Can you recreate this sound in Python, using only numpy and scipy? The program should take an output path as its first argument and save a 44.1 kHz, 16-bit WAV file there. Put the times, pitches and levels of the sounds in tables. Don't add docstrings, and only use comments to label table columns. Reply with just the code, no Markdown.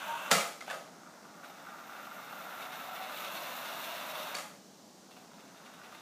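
import sys
import numpy as np
from scipy import signal
from scipy.fft import rfft, irfft, next_fast_len
from scipy.io import wavfile

SR = 44100
rng = np.random.default_rng(int(sys.argv[2]) if len(sys.argv) > 2 else 0)


def wav_record(signal):
    frames = np.transpose(np.atleast_2d(signal))
    bounded = np.clip(frames, -1, 1)
    quanta = np.round(bounded * 32767).astype(np.int16)
    wavfile.write(sys.argv[1], SR, quanta)


N = 265041
TIME_S = np.arange(N) / SR

# start t/s, end t/s, starting speed/share of full, gain/share per s, extra rasp/dB
MOTOR_RUNS = [(0, 0.31, 0.8, 0.0049, -0.5), (.664, 0.72, .2, 4.57, 14.5), (.72, 4.325, .085, .31, 0),
              (4.98, 7.67, 0.072, .15, 9)]
# t/s, extra speed before envelope/share of full, brush flare gain before envelope/dB
MOTOR_SURGES = [(.695, 0.001, -62), (1.253, 0.031, -75), (1.433, 0.031, -61), (1.675, 0.026, -76),
                (1.924, 0.056, -63), (2.28, .02, -58), (2.49, 0.09, -63), (3.16, .15, -48.5),
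                (5.1, 0.01, -67), (5.16, 0.01, -65), (5.38, .01, -70), (5.54, 0.052, -66),
                (5.9, 0.029, -65)]
# t/s, blow gain/dB, hardness low-pass f/Hz, lightness high-pass f/Hz,
# joint scatter/s, struck panel f/Hz, panel clack gain/dB
BLOWS = [(.3070, -26, 3960, 298, 0.00086, 910, -19), (0.3123, -11, 9000, 130, 0.00078, 1930, -19.5),
         (.3150, -10, 3570, 130, 0.0013, 558, -16), (.3265, -16, 1780, 130, 0.00059, 1360, -12.5),
         (.338, -26, 4000, 150, 0.0015, 2260, -21), (0.3797, -30, 1500, 130, 0.00064, 1230, -18.5),
         (.384, -32, 9000, 400, 0.00057, 2870, -26), (.407, -29, 5000, 200, .0007, 2290, -25.5),
         (.423, -31, 700, 130, .001, 550, -29.5), (.6065, -34, 2500, 600, 0.0005, 1320, -44),
         (.611, -35, 2200, 700, 0.0003, 2080, -31.5), (.622, -34.5, 1800, 202, .0007, 1260, -38),
         (.678, -33, 1010, 650, 0.00084, 766, -29), (.7002, -25.5, 1600, 650, 0.00038, 1730, -26.5),
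         (.7080, -23.5, 1000, 550, 0.00067, 693, -25.5), (0.7113, -36, 2500, 500, 0.00044, 1530, -28.5),
         (.729, -27.5, 1200, 350, 0.0012, 594, -29.5), (.741, -32.5, 1510, 400, .001, 720, -39),
         (0.768, -40, 1500, 450, 0.0008, 644, -34.5), (.814, -46, 900, 450, 0.00075, 640, -40),
         (4.3448, -31, 3002, 401.8, 0.00035, 2370, -35), (4.3480, -36, 3005, 400, 0.00031, 2200, -31),
         (4.3510, -26.5, 5960, 300, .00025, 4500, -27.5), (4.364, -33.5, 12000, 300, 0.0014, 3420, -47),
         (4.383, -32, 12020, 300, .002, 2800, -45), (4.511, -40.5, 1207, 400.3, .001, 1900, -53)]
# f/Hz, relative level/dB
RASP_SPECTRUM = [(900, -10), (1700, -13.5), (2100, -1.5), (2400, -1.5), (2750, 3), (3150, -4), (3650, 2.5),
                 (4000, -2.5), (4350, -5.5), (4900, -11), (5900, -9), (7200, -16), (9500, -14.5),
                 (14000, -16.5)]

SURGE_ATTACK_S = 0.015


def from_db(db):
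    return 10 ** (np.asarray(db) / 20)


def rms_one(x):
    return x / np.sqrt(np.mean(x ** 2) + 1e-20)


def during(start_s, end_s, fade_s):
    inside_s = np.minimum(TIME_S - start_s, end_s - TIME_S)
    return np.clip(1 + inside_s / fade_s, 0, 1)


def after(start_s, attack_s, decay_s):
    age_s = np.maximum(TIME_S - start_s, 0)
    return (1 - np.exp(-age_s / attack_s)) * np.exp(-age_s / decay_s)


def at_hz(points, hz):
    f, value = np.transpose(points)
    return np.interp(np.log(np.maximum(hz, 1)), np.log(f), value)


def drift(rate_hz):
    size = next_fast_len(N, True)
    hz = np.fft.rfftfreq(size, 1 / SR)
    spectrum = rfft(rng.standard_normal(size)) / (1 + (hz / rate_hz) ** 2)
    return rms_one(irfft(spectrum, size)[:N])


def low_cut(x, hz, order=2):
    sos = signal.butter(order, hz, "high", fs=SR, output="sos")
    return signal.sosfilt(sos, x + 1e-18)


def colour(x, spectrum, size=4096):
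    gain = from_db(at_hz(spectrum, np.fft.rfftfreq(size, 1 / SR)))
    cepstrum = irfft(np.log(gain))
    cepstrum[1:size // 2] *= 2
    cepstrum[size // 2 + 1:] = 0
    response = irfft(np.exp(rfft(cepstrum)))
    return signal.oaconvolve(x, response / np.linalg.norm(response))[:N]


def resonate(x, modes):
    out = 0
    for k, (hz, width_hz, db) in enumerate(modes):
        r = np.exp(-np.pi * width_hz / SR)
        poles = [1, -2 * r * np.cos(2 * np.pi * hz / SR), r * r]
        mode = (1 - r * r) / 2 * signal.lfilter([1, 0, -1], poles, x + 1e-18)
        out = out + (-1) ** k * from_db(db) * mode
    return out


def struck(hz, t60_s):
    t = np.arange(SR // 2) / SR
    return np.sin(2 * np.pi * hz * t) * np.exp(-np.log(1000) * t / t60_s)


def contact(start_s, scatter_s, count=5):
    click = signal.unit_impulse(SR // 10)
    for lag in rng.uniform(.1, 1, count) * scatter_s * SR:
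        loop = np.r_[1, np.zeros(int(lag)), .6 * rng.choice([-1, 1])]
        click = signal.lfilter(loop[::-1], loop, click + 1e-18)
    return np.pad(click, (round(start_s * SR), N))[:N]


def teeth(per_s, jitter, uneven_db, rub):
    turns = np.cumsum(per_s * np.exp(jitter * drift(150))) / SR
    contacts = np.diff(np.floor(turns), prepend=0) * rng.choice([-1, 1], N)
    force = from_db(uneven_db * np.clip(rng.standard_normal(N), -2, 2))
    hits = rms_one(contacts * force / np.sqrt(per_s))
    return rms_one(hits + rub * rng.standard_normal(N))


def ambience():
    # f/Hz, relative level/dB
    hum_hiss = [(25, -41), (62, -35), (80, -15), (120, -14), (175, 2), (260, 1.5), (370, -4.5), (700, -4.5),
                (1100, -11.5), (2500, -20.5), (4000, -16), (6200, -14), (9500, -24), (15000, -29)]
    return from_db(-56) * colour(rng.standard_normal(N), hum_hiss)


def reflections(build_s):
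    # f/Hz, t60/s
    decay_times = [(150, 0.26), (600, 0.57), (2000, 0.49), (6000, 0.46), (14000, 0.52)]
    t, hz = np.arange(SR) / SR, np.fft.rfftfreq(SR, 1 / SR)
    white, tail = rfft(rng.standard_normal(SR)), 0
    edges_hz = np.geomspace(40, SR / 2, 10)
    for low, high in zip(edges_hz, edges_hz[1:]):
        t60_s = at_hz(decay_times, np.sqrt(low * high))
        band = irfft(white * (hz >= low) * (hz < high), SR)
        tail = tail + band * np.exp(-np.log(1000) * t / t60_s)
    tail *= 1 - np.exp(-t / build_s)
    return tail / np.linalg.norm(tail)


def room(x, wet_db, build_s=0.0013, shift_hz=14.0, count=5):
    pace, start = rng.random((2, count, 1))
    shares = np.cos(2 * np.pi * (shift_hz * pace * TIME_S + start))
    shares /= np.linalg.norm(shares, axis=0)
    echoes = sum(signal.oaconvolve(x * share, reflections(build_s))[:N] for share in shares)
    wet = from_db(wet_db)
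    return (x + wet * echoes) / np.hypot(1, wet)


def whines(waver=0.006, flutter_db=3.5):
    # start t/s, end t/s, initial f/Hz, glide/Hz per s, level before flutter and room/dB
    notes = [(0.094, 0.197, 917, 200, -44), (1.68, 2.02, 1207, 0, -63), (1.679, 2.422, 1363, 20, -57.5),
             (2.467, 2.68, 1368, -120, -54.5), (2.803, 3.025, 1336, 32.5, -53.5),
             (2.599, 2.746, 751.3, -78, -54.5), (2.86, 2.915, 751, -1, -49),
             (3.011, 3.082, 757.3, 0, -46.5), (3.099, 3.203, 771, 600, -57), (3.498, 3.95, 679, -77, -57),
             (4.107, 4.249, 623.2, 0, -50.5)]
    out = 0
    for start_s, end_s, hz, glide, db in notes:
        pitch_hz = (hz + glide * (TIME_S - start_s)) * (1 + waver * drift(41.0))
        level = during(start_s, end_s, fade_s=0.039) * from_db(db + flutter_db * drift(43))
        out = out + level * np.sqrt(2) * np.sin(2 * np.pi * np.cumsum(pitch_hz) / SR)
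    return out


def ticks(speed, ring_db=33.5, snap_db=-10.0, scatter_s=.0004):
    # t/s, snap gain/dB
    catches = [(1.032, -42.5), (1.064, -41), (1.072, -40), (1.2498, -38.5), (1.3, -49), (1.3967, -42),
               (1.433, -36), (1.441, -35.5), (1.6693, -37), (1.685, -36), (1.719, -37), (1.7426, -37),
               (1.799, -43), (1.8933, -35), (1.923, -38), (1.95, -34), (1.9956, -34.5), (2.0677, -34),
               (2.118, -35), (2.2784, -36), (2.3262, -34), (2.469, -33), (2.4887, -33), (5.062, -57),
               (5.167, -48), (5.3832, -49), (5.5461, -48), (5.5992, -49), (5.6759, -44), (5.7364, -51),
               (5.797, -42), (5.815, -41), (5.8836, -47), (5.924, -40)]
    # f/Hz, width/Hz, gain/dB
    tooth_modes = [(780, 150, -14), (1187, 73, 0), (1460, 118, -1)]
    caught = rng.random(N) < 18 * (1 - speed) / SR
    snap = contact(0, scatter_s)[:SR // 10]
    stray = signal.oaconvolve(caught * speed * from_db(-40.5), snap)[:N]
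    snaps = stray + sum(from_db(db) * contact(s, scatter_s) for s, db in catches)
    ringing = from_db(ring_db) * resonate(snaps, tooth_modes)
    return ringing + from_db(snap_db) * colour(snaps, RASP_SPECTRUM)


def clacks(t60_s=0.024, attack_s=0.00073):
    swell = 1 - np.exp(-np.arange(SR // 2) / SR / attack_s)
    out = 0
    for start_s, _, _, _, scatter_s, hz, db in BLOWS:
        panel = swell * struck(hz, t60_s)
        out = out + from_db(db) * signal.oaconvolve(contact(start_s, scatter_s), panel)[:N]
    return out


def rattle(blows, per_s, settle_s):
    keep = np.exp(-2 / (settle_s * SR))
    energy = signal.lfilter([1 - keep], [1, -keep], blows ** 2 + 1e-18)
    taps = (rng.random(N) < per_s / SR) * rng.standard_normal(N)
    return taps * np.sqrt(energy * SR / per_s)


def knocks(crack_db=18.5, ring_db=-10.5, shell_db=16.0, rattle_db=-2.5, rattle_low_hz=380):
    # f/Hz, relative gain/dB, t60/s
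    chassis_modes = [(165, -4, 0.16), (214, -4.5, 0.36), (420, -25, 0.13), (543, 5, 0.22), (589, 2.5, 0.3),
                     (714, -4, 0.22), (845.6, 4, 0.21), (1260, 6, 0.21), (1270, 3, 0.16), (1420, -10, 0.06),
                     (2090, 5, .1)]
    # f/Hz, width/Hz, gain/dB
    shell_modes = [(2230, 44, -2), (2800, 100, -7), (3540, 50, -6), (5130, 69, -2), (6770, 220, -2),
                   (8250, 80, -31), (8700, 100, -8)]
    # f/Hz, relative level/dB
    crack_spectrum = [(70, -55), (130, -26), (168, 7), (240, -2.5), (320, -6.5), (450, -3), (560, 6.5),
                      (720, 4.5), (1000, -5), (1350, 5), (1700, -1), (2500, 0), (7500, -3.5), (10000, -7),
                      (15000, -15.5)]
    blows = 0
    for start_s, db, hard_hz, low_hz, scatter_s, _, _ in BLOWS:
        soft = np.exp(-2 * np.pi * hard_hz / SR)
        touch = signal.lfilter([1 - soft], [1, -soft], contact(start_s, scatter_s) + 1e-18)
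        blows = blows + from_db(db) * low_cut(touch, low_hz)
    loose = low_cut(rattle(blows, per_s=1800, settle_s=0.048), rattle_low_hz)
    blows = blows + from_db(rattle_db) * loose
    modes = sum(from_db(db) * struck(hz, t60_s) for hz, db, t60_s in chassis_modes)
    ringing = signal.oaconvolve(blows, modes / np.abs(modes).max())[:N]
    crack = from_db(crack_db) * colour(blows, crack_spectrum)
    shell = from_db(shell_db) * resonate(blows, shell_modes)
    return crack + from_db(ring_db) * ringing + shell


def dash():
    # start t/s, end t/s, buzz level before room/dB
    pulls = [(0, 0.307, -43.5), (0.677, 0.713, -44.5)]
    # f/Hz, width/Hz, relative gain/dB
    load_modes = [(587, 31, 0), (1120, 350, -3.5), (1560, 76, 2), (2660, 420, -7), (3590, 230, -12.5),
                  (6060, 990, -23)]
    mesh = teeth(np.full(N, 600.), jitter=0.13, uneven_db=-1.0, rub=0.38)
    level = sum(from_db(db) * during(start, end, fade_s=0.0044) for start, end, db in pulls)
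    return level * rms_one(resonate(mesh, load_modes))


def motion(coast_s=.08, surge_s=.25):
    speed = 1e-3
    for start_s, end_s, first, gain_per_s, _ in MOTOR_RUNS:
        driven = np.clip(first + gain_per_s * (np.minimum(TIME_S, end_s) - start_s), 0, 1)
        coast = np.exp(-np.maximum(TIME_S - end_s, 0) / coast_s)
        speed = np.maximum(speed, (TIME_S >= start_s) * driven * coast)
    return speed + sum(extra * after(s, SURGE_ATTACK_S, surge_s) for s, extra, _ in MOTOR_SURGES)


def at_speed(speed, full_db, per_decade_db):
    return from_db(full_db + per_decade_db * np.log10(speed))


def run_rasp():
    db = 0
    for start_s, _, _, _, rasp_db in MOTOR_RUNS:
        db = np.where(TIME_S >= start_s, rasp_db, db)
    return from_db(db)


def tread(lugs_per_s, sharpness, uneven):
    turns = np.cumsum(lugs_per_s * np.exp(uneven * drift(20))) / SR
    return rms_one(np.exp(-sharpness * (turns % 1)))


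def drive(speed):
    # t/s, power share/0-1
    housing_curve = [(1.1, 0.5), (1.7, 1), (3.0, 0.46), (3.3, 0.01), (5.3, 0.11), (5.7, 0.5)]
    # f/Hz, width/Hz, relative gain/dB
    gearbox_modes = [(583, 210, -4), (823, 280, -0.5), (1187, 68, 1), (1376, 160, 0), (2150, 440, -17)]
    # f/Hz, relative level/dB
    whirr_spectrum = [(250, -35), (430, -20.5), (530, -7), (640, -0.5), (800, -5), (980, -1), (1100, -4),
                      (1250, -1.5), (1580, -5), (1800, -10.5), (2400, -17), (5000, -44.5)]
    # f/Hz, relative level/dB
    fizz_spectrum = [(3000, -2), (5000, -10.5), (7000, -3), (10000, -13), (11500, 1), (13500, 1),
                     (14700, 5.5), (15500, -13.5)]
    per_s = 900 * speed
    mesh = teeth(per_s, jitter=.25, uneven_db=1.5, rub=1.0)
    shake = teeth(per_s, jitter=.25, uneven_db=2.5, rub=0.33)
    sparks = teeth(3 * per_s, jitter=0.34, uneven_db=9.0, rub=1.0)
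    jolts = tread(per_s / 7, sharpness=0.94, uneven=.15)

    share = np.interp(TIME_S, *np.transpose(housing_curve))
    housing = rms_one(resonate(mesh * jolts, gearbox_modes))
    car_body = colour(shake * np.sqrt(jolts), whirr_spectrum)
    body = np.sqrt(share) * housing + np.sqrt(1 - share) * car_body
    whirr = at_speed(speed, full_db=-43.5, per_decade_db=20.8) * body

    flare = sum(from_db(db) * after(s, SURGE_ATTACK_S, decay_s=0.026) for s, _, db in MOTOR_SURGES)
    run_level = at_speed(speed, full_db=-46, per_decade_db=40) * run_rasp()
    rasp_level = np.hypot(run_level, from_db(12.5) * flare)
    rasp = rasp_level * colour(mesh * np.sqrt(jolts), RASP_SPECTRUM)
    fizz_level = np.hypot(at_speed(speed, full_db=-52, per_decade_db=42), flare)
    fizz = fizz_level * colour(sparks, fizz_spectrum)

    binding = from_db((3.0 - 2.74 * speed) * drift(28))
    chatter = from_db((2.9 - 1.0 * speed) * drift(34))
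    sparking = from_db(2.4 * drift(9.7))
    return binding * (whirr + chatter * rasp) + sparking * fizz


def scene():
    speed = motion()
    car = room(drive(speed) + dash(), wet_db=-1.5)
    car = car + room(knocks(), wet_db=0.0)
    car = car + room(whines(), wet_db=-8.0, shift_hz=7.0)
    car = car + room(ticks(speed) + clacks(), wet_db=-6.5)
    car = low_cut(car, 145, order=4)
    return (car + ambience())[None, :]


def record(dry):
    return signal.sosfilt(signal.ellip(12, .2, 80, 15450, fs=SR, output="sos"), dry)


dry = scene()
out = record(dry)
wav_record(out)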